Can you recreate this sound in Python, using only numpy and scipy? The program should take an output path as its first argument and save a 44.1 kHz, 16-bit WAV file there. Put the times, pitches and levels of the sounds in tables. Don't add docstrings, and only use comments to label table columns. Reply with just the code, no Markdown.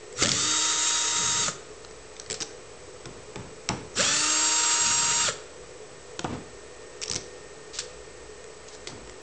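import sys
import numpy as np
from scipy import signal
from scipy.fft import rfft, irfft, next_fast_len
from scipy.io import wavfile
from scipy.ndimage import uniform_filter1d

SR = 44100
rng = np.random.default_rng(int(sys.argv[2]) if len(sys.argv) > 2 else 0)


def store_wav(level_fs):
    pcm = np.round(np.clip(np.atleast_2d(level_fs), -1, 1) * 32767)
    wavfile.write(sys.argv[1], SR, pcm.T.astype(np.int16))


def ratio(d):
    e = np.asarray(d, float) / 20
    return 10 ** e


N = 406591
TIME = np.arange(N) / SR

# pitch_hz, density_db (dB per Hz)
AIR = [(12, -52), (20, -8.5), (32, -26), (49, -15.5), (161, -12), (211, -20.5), (422, -9.5), (785, -17),
       (1140, -17.5), (1650, -21), (1820, -19), (3390, -24.5), (7500, -22.5), (9750, -76), (16500, -120)]
# centre_hz, width_hz, level_db
FAN = [(55.4, 5.6, -61.5), (380.7, 22, -56), (431, 16.4, -51), (493.5, 12, -54), (1220, 140, -64)]
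# pitch_hz, level_db
DRIVE = [(610.6, -60.5), (2443, -66), (5494, -70.5), (6105, -69)]
# time_s, level_db
DRIVE_TONE = [(0, -64), (4, -71.5), (5.5, -66.5), (7, -59), (7.6, -58.5), (9.22, -65.5)]
# centre_hz, spread_hz, strongest_line_db
CHIRPS = [(7867, 26, -62.5), (8134, 26, -66.5)]
# pitch_hz, gain_db
MIC = [(10, 1.5), (8200, -0.5), (8550, -11.5), (8900, -21.5), (9050, -49.5), (9300, -71)]

# pitch_hz, level_db, t60_s
DESK = [(100, -0.5, 0.052), (153.4, -0.5, 0.063), (242, -4.5, 0.084), (349, 6.5, 0.074), (506, -3, 0.19),
        (713, -6.5, 0.2), (1030, -5.5, 0.056)]
# start_s, peak_db, strongest_mode_hz, t60_scale
KNOCKS = [(0.223, -15.5, 390, 0.59), (2.302, -29.5, 427, 2.1), (2.316, -37, 380, 2.5), (2.41, -32, 433, 1),
          (3.058, -34.5, 150, 2.5), (3.357, -31.5, 415, 1.3), (3.694, -27, 364, 1.1),
          (6.191, -29, 172, 1.1), (6.244, -18.5, 168, 0.65), (7.112, -48, 166, 1.4), (7.158, -28, 173, 0.9),
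          (8.871, -34.5, 431, 1.1), (9.074, -40, 366, 0.92)]
# start_s, level_db, hold_s, upper_knock_db
BUMPS = [
    (3.06, -43.5, 0.043, -53),
    (3.356, -40.5, 0.069, -37),
    (3.695, -29.5, 0.017, -24.5),
    (6.247, -35.5, 0.09, -23.5),
    (7.099, -41, 0.038, -44),
    (8.89, -44.5, 0.083, -41),
]
# start_s, level_db, hold_s, fall_db_per_s
RUBS = [
    (2.341, -31, .001, 867),
    (2.42, -25, .001, 2300),
    (7.16, -23.5, .001, 1500),
    (7.732, -43, .012, 2100),
    (7.74, -38.5, 0.04, 2100),
    (7.789, -26, .001, 550),
    (8.679, -46, .001, 300),
    (8.722, -50, .035, 1100),
    (8.87, -34.5, .001, 450),
]

# start_s, peak_db, ring_hz, crack_db (relative), crack_hz
BIT_TICKS = [(.1261, -35, 7220, -14, 2050), (.2224, -13, 6130, -8, 2120), (.2259, -11, 4610, -8, 2190),
             (.2344, -10, 7120, -15, 1410), (.2484, -17, 3340, -7, 1840), (.2583, -11, 3360, -12, 1900),
             (.2704, -14, 5190, -14, 2030), (.2828, -15, 7110, -13, 1450), (.2912, -11, 3590, -16, 2320),
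             (.3167, -7, 4620, -22, 2330), (1.4814, -18, 6200, -6, 1320), (3.056, -29, 5440, -3, 1390),
             (3.3578, -30, 5410, -3, 2470), (3.6895, -14, 5560, -7, 2300), (4.0054, -17, 5810, -10, 1740),
             (6.1928, -22, 3250, -5, 1390), (6.2437, -25, 3050, -7, 1140)]
# start_s,
# peak_db, ring_hz, crack_db (relative)
LONE_TICKS = [(1.8477, -31, 4180, -9), (1.9106, -37, 6100, -12), (2.1655, -35, 3570, -13),
              (2.1984, -20, 5650, -26), (2.2174, -35, 5730, -15), (2.2618, -37, 4370, -6),
              (2.3424, -20, 5630, -17), (7.0354, -13, 5530, -21), (7.0579, -28, 5540, -17),
              (7.1137, -11, 5520, -26), (7.1606, -13, 6030, -23), (7.0803, -20, 5540, -19),
              (7.0983, -14, 6340, -24), (7.7872, -14, 7350, -20), (7.7904, -15, 7390, -25),
              (7.8024, -25, 3600, -18), (8.4417, -39, 6850, -6), (8.6857, -33, 6630, -17),
              (8.7494, -33, 7190, -14), (8.8727, -22, 7300, -8), (9.0744, -43, 6700, -1),
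              (9.0957, -33, 7100, -8)]
# start_s, gap_s, hits, peak_db, ring_hz
RATTLES = [
    (2.3002, .0092, 4, -17, 7350),
    (2.4034, .006, 5, -19, 5500),
    (7.0164, .0068, 3, -20, 5700),
    (7.1245, .0102, 4, -19, 5600),
]

# time_s, pitch_hz, level_db
TRIGGER = [
    [(.145, 6000, -60), (.155, 5750, -44), (.195, 5400, -42), (.205, 5300, -60)],
    [(3.938, 7200, -50), (3.948, 5800, -44), (3.96, 5350, -38), (3.978, 5100, -38), (3.985, 5100, -60)],
]
# start_s, squeeze_s, settle_s, settle_shape, release_s
PULL_A, PULL_B = (.16, .146, .063, .9, 1.424), (3.953, .085, .082, .75, 5.226)
# time_after_release_s, speed_left (share)
BRAKE = [(0, 1), (.034, .955), (.047, .86), (.058, .66), (.069, .51), (.113, .29)]
# time_s, level_db
EFFORT_A, EFFORT_B = [(.16, -41.5), (.206, -24.5), (.236, -20), (.248, -30.5), (.35, -26.5), (.55, -24.5),
                      (1.06, -26)], [(3.953, -39), (3.972, -26), (4.0, -20.5), (4.08, -23), (4.45, -24),
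                                        (5.15, -24)]
POLE_ORDERS = (1, 2, 3, 9, 12)
# cruise_db, shudder_db, slow_loss_db, loss_sets_in (speed share), grip_lift_db
POLES_A, POLES_B = [(-58, -36, 0, 1, 11.5), (-64, -56, 0, 1, 5), (-45, -34, 15, .035, -2),
                    (-56, -41, 0, 1, 1), (-36, -55, 12, .13, 0)], [(-56.5, -42, 4, .1, 11), (-62, -52, 0, 1, 12),
                                     (-41, -27.5, 11, .035, -2), (-46, -32, 3, .05, 4),
                                     (-45.5, -52, -18.5, .075, -2)]
# jolt_s, jolt_db, screw_loose_s, wobble_db
RUMBLE_A, RUMBLE_B = (.075, -31, .95, -44), (.03, -36, .82, -46)
# pitch_hz, level_db
WHINE_A, WHINE_B = [(1254, -48), (2035, -53), (3300, -52), (3763, -40), (4710, -42), (5012, -49),
                    (5335, -48), (5647, -45), (5954, -50), (6266, -44), (6595, -38), (6912, -50),
                    (7208, -47), (7537, -40), (7833, -48), (8166, -53), (8463, -54)], [(1254, -45), (1884, -51), (2353, -52), (2821, -45), (3763, -46),
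                                     (4387, -50), (4705, -42), (5017, -50), (5642, -42), (6266, -50),
                                     (6584, -36), (6901, -44), (7208, -48), (7526, -32), (7833, -48),
                                     (8166, -53), (8473, -47)]
# pitch_hz, density_db (dB per Hz)
GEARS_A, GEARS_B = [(590, -58.5), (1010, -19), (1280, -4.5), (1570, -11.5), (1960, -2), (2190, -10),
                    (3560, -4), (3660, -3.5), (4360, -7), (4560, -8.5), (4930, -8.5), (7270, 1), (8300, -9),
                    (10800, -40), (18300, -120)], [(590, -54), (1010, -14), (1270, -8), (2230, -9), (2730, -5.5),
                                     (2990, -7.5), (4680, -5.5), (5250, -9.5), (5630, -2.5), (6260, -9.5),
                                     (7270, 0), (7800, -6), (8300, -8.5), (10800, -65), (18300, -120)]
# pitch_hz, width_hz, lift_db
SHELL = [(4580, 200, 4.5), (5500, 300, 5), (5800, 220, 8), (7100, 400, 6), (7750, 300, 7)]

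FULL_HZ = 313.6


def level(x, db):
    return x * ratio(db) / np.sqrt(np.mean(x ** 2))


def peak(x, db):
    return x * ratio(db) / np.abs(x).max()


def colour(x, points):
    hz, db = np.transpose(points)
    size = next_fast_len(len(x))
    bins = np.log(np.arange(size // 2 + 1) * SR / size + 1)
    return irfft(rfft(x, size) * ratio(np.interp(bins, np.log(hz), db)), size)[:len(x)]


def band(x, hz, width):
    return signal.lfilter(*signal.iirpeak(min(hz, .45 * SR), hz / width, fs=SR), x)


def walk(rate, size=N):
    k = int(SR / rate)
    steps = np.repeat(rng.standard_normal(size // k + 1), k)
    return 1.26 * uniform_filter1d(uniform_filter1d(steps, k), k)[:size]


def fall(t, hold, db_per_s):
    return np.clip(t / .002, 0, 1) * ratio(-db_per_s * np.maximum(t - hold, 0))


def span(rows):
    s, *columns = np.transpose(rows)
    where = slice(int(s[0] * SR), min(int(s[-1] * SR), N))
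    t = TIME[where]
    fade = np.clip(np.minimum(t - s[0], s[-1] - t) / 0.002, 0, 1)
    return where, fade, [np.interp(t, s, c) for c in columns]


def background():
    drive_hz, frame_hz = 1832.5, 30000 / 1001
    air_shape = AIR[:-2] + [(8400, AIR[-3][1] - 9)]
    out = level(colour(rng.standard_normal(N), air_shape), -48)
    for hz, width, db in FAN:
        out += level(band(rng.standard_normal(N), hz, width), db) * ratio(1.5 * walk(3))
    for hz, db in DRIVE:
        out += ratio(db + 1.1 * walk(0.97)) * np.sin(2 * np.pi * hz * TIME)
    swell = ratio(np.interp(TIME, *np.transpose(DRIVE_TONE)))
    out += np.sqrt(2) * swell * np.sin(2 * np.pi * drive_hz * TIME)
    for hz, spread, db in CHIRPS:
        for k in np.arange(-3.5, 4):
            line = np.sin(2 * np.pi * (hz + k * frame_hz) * TIME + np.pi * k * k / 3)
            out += np.sqrt(2) * ratio(db) * np.exp(-abs(k * frame_hz / spread) + .5) * line
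    return out


def room(x):
    t60_s, tail_db = 0.56, -11
    t = np.arange(int(.6 * SR)) / SR
    noise = rng.standard_normal(len(t)) * (1 - np.exp(-t / 0.0056))
    low = band(noise, 500, 2500)
    tail = low * ratio(-60 * t / t60_s) + (noise - low) * ratio(-60 * t / (0.55 * t60_s))
    return x + signal.fftconvolve(x, tail * ratio(tail_db) / np.sqrt(np.sum(tail ** 2)))[:N]


def handling():
    out, t = np.zeros(N + SR), np.arange(SR // 2) / SR
    for s, db, hold, db_per_s in RUBS:
        grains = rng.standard_normal(len(t)) * ratio(1.1 * walk(400, len(t)))
        slide = fall(t, hold, db_per_s) + ratio(-28) * fall(t, hold, 108)
        out[int(s * SR):][:len(t)] += slide * level(band(grains, 4900, 3300), db)
    for s, db, hold, knock_db in BUMPS:
        shake = rng.standard_normal(len(t)) * ratio(2 * walk(40, len(t)))
        low = level(sum(ratio(g) * band(shake, f, 60) for f, g, _ in DESK[:3]), -1.5)
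        upper = level(band(band(shake, 750, 600), 750, 600), -3)
        rock = ratio(db) * fall(t, hold, 131)
        knock = ratio(knock_db) * fall(t, 0, 901) + ratio(-16) * rock
        out[int(s * SR):][:len(t)] += rock * low + knock * upper
    return out[:N]


def knocks():
    out, t = np.zeros(N + SR), np.arange(SR // 2) / SR
    for s, db, hz, hold in KNOCKS:
        modes = DESK + [(hz, 5, .09)]
        ring = np.zeros(len(t))
        for (f, g, t60), r in zip(modes, rng.standard_normal(len(modes))):
            decay = ratio(g - 60 * t / (t60 * max(hold, .3)))
            ring += decay * np.sin(2 * np.pi * f * (1 + 0.057 * r) * t + 40 * r)
        out[int(s * SR):][:len(t)] += peak(ring * (1 - np.exp(-t / 0.00058)), db)
    return out[:N]


def contacts():
    middle_crack_hz, screw_width_hz = 1900, 330
    rows = [(*row, 420) for row in BIT_TICKS]
    for row, r in zip(LONE_TICKS, rng.uniform(-1, 1, len(LONE_TICKS))):
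        rows.append((*row, middle_crack_hz * 1.4 ** r, screw_width_hz))
    for s, gap, hits, db, hz in RATTLES:
        for k, r in enumerate(rng.uniform(-1, 1, (hits, 4))):
            late = (k + .1 * r[0] * (k > 0)) * gap
            ring_hz, crack_hz = hz * 1.07 ** r[2], middle_crack_hz * 1.4 ** r[3]
            rows.append((s + late, db + 2 * r[1], ring_hz, -15.5, crack_hz, screw_width_hz))
    return rows


def ticks():
    out, t = np.zeros(N + SR), np.arange(SR // 20) / SR
    for s, db, hz, crack_db, crack_hz, width in contacts():
        chatter = rng.standard_normal(len(t)) * (1 - np.exp(-t / .0002)) * np.exp(-t / .0018)
        ring = 2.3 * np.sqrt(550 / width) * band(chatter, hz, width)
        bright = ring + band(band(chatter, 5200, 6500), 5200, 6500)
        crack = band(chatter, crack_hz, 250) + .4 * band(chatter, 2800, 2200)
        out[int(s * SR):][:len(t)] += peak(bright, db) + peak(crack, db + crack_db + 8)
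    return out[:N]


def trigger():
    out = np.zeros(N)
    for rows in TRIGGER:
        where, fade, (hz, db) = span(rows)
        out[where] = fade * ratio(db) * np.sin(2 * np.pi * np.cumsum(hz) / SR)
    return out


def shell_db(hz):
    return sum(db / (1 + (2 * (hz - f) / w) ** 2) for f, w, db in SHELL)


def rotor(pull):
    lag_start, lag_squeezed = .76, .18
    start, squeeze, settle, shape, release = pull
    where = slice(int(start * SR), int((release + BRAKE[-1][0]) * SR))
    t = TIME[where] - start
    ramp = lag_start + (lag_squeezed - lag_start) * t / squeeze
    creep = lag_squeezed * np.exp(-(np.maximum(t - squeeze, 0) / settle) ** shape)
    lag = np.where(t < squeeze, ramp, creep)
    braking = t + start - release
    return where, t, braking, FULL_HZ * (1 - lag) * np.interp(braking, *np.transpose(BRAKE))


def drill(pull, effort, poles, desk, lines, gears, slack_db):
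    where, t, braking, hz = rotor(pull)
    size, brake_bite_s = len(hz), .064
    db = np.interp(TIME[where], *np.transpose(effort))
    db -= 380 * np.maximum(braking - brake_bite_s, 0)
    drive = np.minimum(ratio(db - effort[-1][1]), 1)
    lag = 1 - hz / FULL_HZ
    grip = 1 / (1 + (t / .52) ** 4)

    passing = 1 / (1 + (2 * (hz - 180) / 40) ** 2)
    growl_db = -11.5 + np.where(braking > 0, 11, 2) * np.sqrt(passing)
    shudder = passing * np.where(braking > 0, np.sqrt(drive) * ratio(-2), 1)

    jolt_s, jolt_db, wobble_s, wobble_db = desk
    shake = ratio(jolt_db) * fall(t - jolt_s, 0, 75) + ratio(-62)
    shake += ratio(wobble_db) * np.clip((t - wobble_s) / .1, 0, 1) * np.sqrt(drive)

    turn = 2 * np.pi * np.cumsum(hz * (1 + .0018 * walk(60, size))) / SR
    whine = np.zeros(size)
    for order, (cruise_db, shudder_db, loss, share, lift) in zip(POLE_ORDERS, poles):
        slow_loss = loss * (1 - np.exp(-(lag / share) ** 2)) + 2.3 * order * lag
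        cruise = drive * ratio(cruise_db - slow_loss + lift * grip)
        whine += (cruise + ratio(shudder_db) * shudder) * np.sin(order * turn)
    for f, line_db in lines:
        order = round(f / FULL_HZ)
        if abs(f / FULL_HZ - order) < .15 and order not in POLE_ORDERS:
            slack = slack_db * lag * np.where(braking > 0, 3, 1)
            firm = 2.5 * walk(30, size) - slack + (2 if f < 8300 else 11)
            firm += (-42.5 - line_db - 14 * (f > 8300)) * np.minimum(lag / .07, 1)
            firm -= 4 * (order == 4)
            firm += shell_db(order * hz) - shell_db(order * FULL_HZ)
            whine += drive * ratio(line_db + firm) * np.sin(order * turn + 2 * np.pi * rng.random())

    once_a_turn = 1 + 0.12 * np.cos(turn) + 0.17 * np.cos(3 * turn)
    teeth = rng.standard_normal(size) * once_a_turn * ratio(1.17 * walk(150, size))
    mesh = colour(teeth, gears[:-2])
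    growl = band(band(mesh, 1320, 480), 1320, 480)
    hiss = level(mesh - growl, -0.41)
    hiss += ratio(growl_db + 1.2 * walk(29.2, size)) * level(growl, -1.64)
    rumble = shake * level(band(band(teeth, 150, 230), 150, 230), -1.7)
    rumble += ratio(db) * level(band(teeth, 590, 490), -25.0)
    out = np.zeros(N)
    out[where] = fall(t, 0, 0) * fall(t[::-1], 0, 0) * (ratio(db) * hiss + rumble + 1.58 * whine)
    return out


def scene():
    near = drill(PULL_A, EFFORT_A, POLES_A, RUMBLE_A, WHINE_A, GEARS_A, slack_db=50)
    near = near + drill(PULL_B, EFFORT_B, POLES_B, RUMBLE_B, WHINE_B, GEARS_B, slack_db=28)
    near = near + trigger() + ticks() + knocks() + handling()
    return (room(near) + background())[None]


def top_cut(x):
    return signal.sosfilt(signal.butter(12, 9270, fs=SR, output="sos"), x)


def record(dry):
    mix = colour(dry[0], MIC)[None] - .0024
    return top_cut(mix)


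dry = scene()
out = record(dry)
store_wav(out)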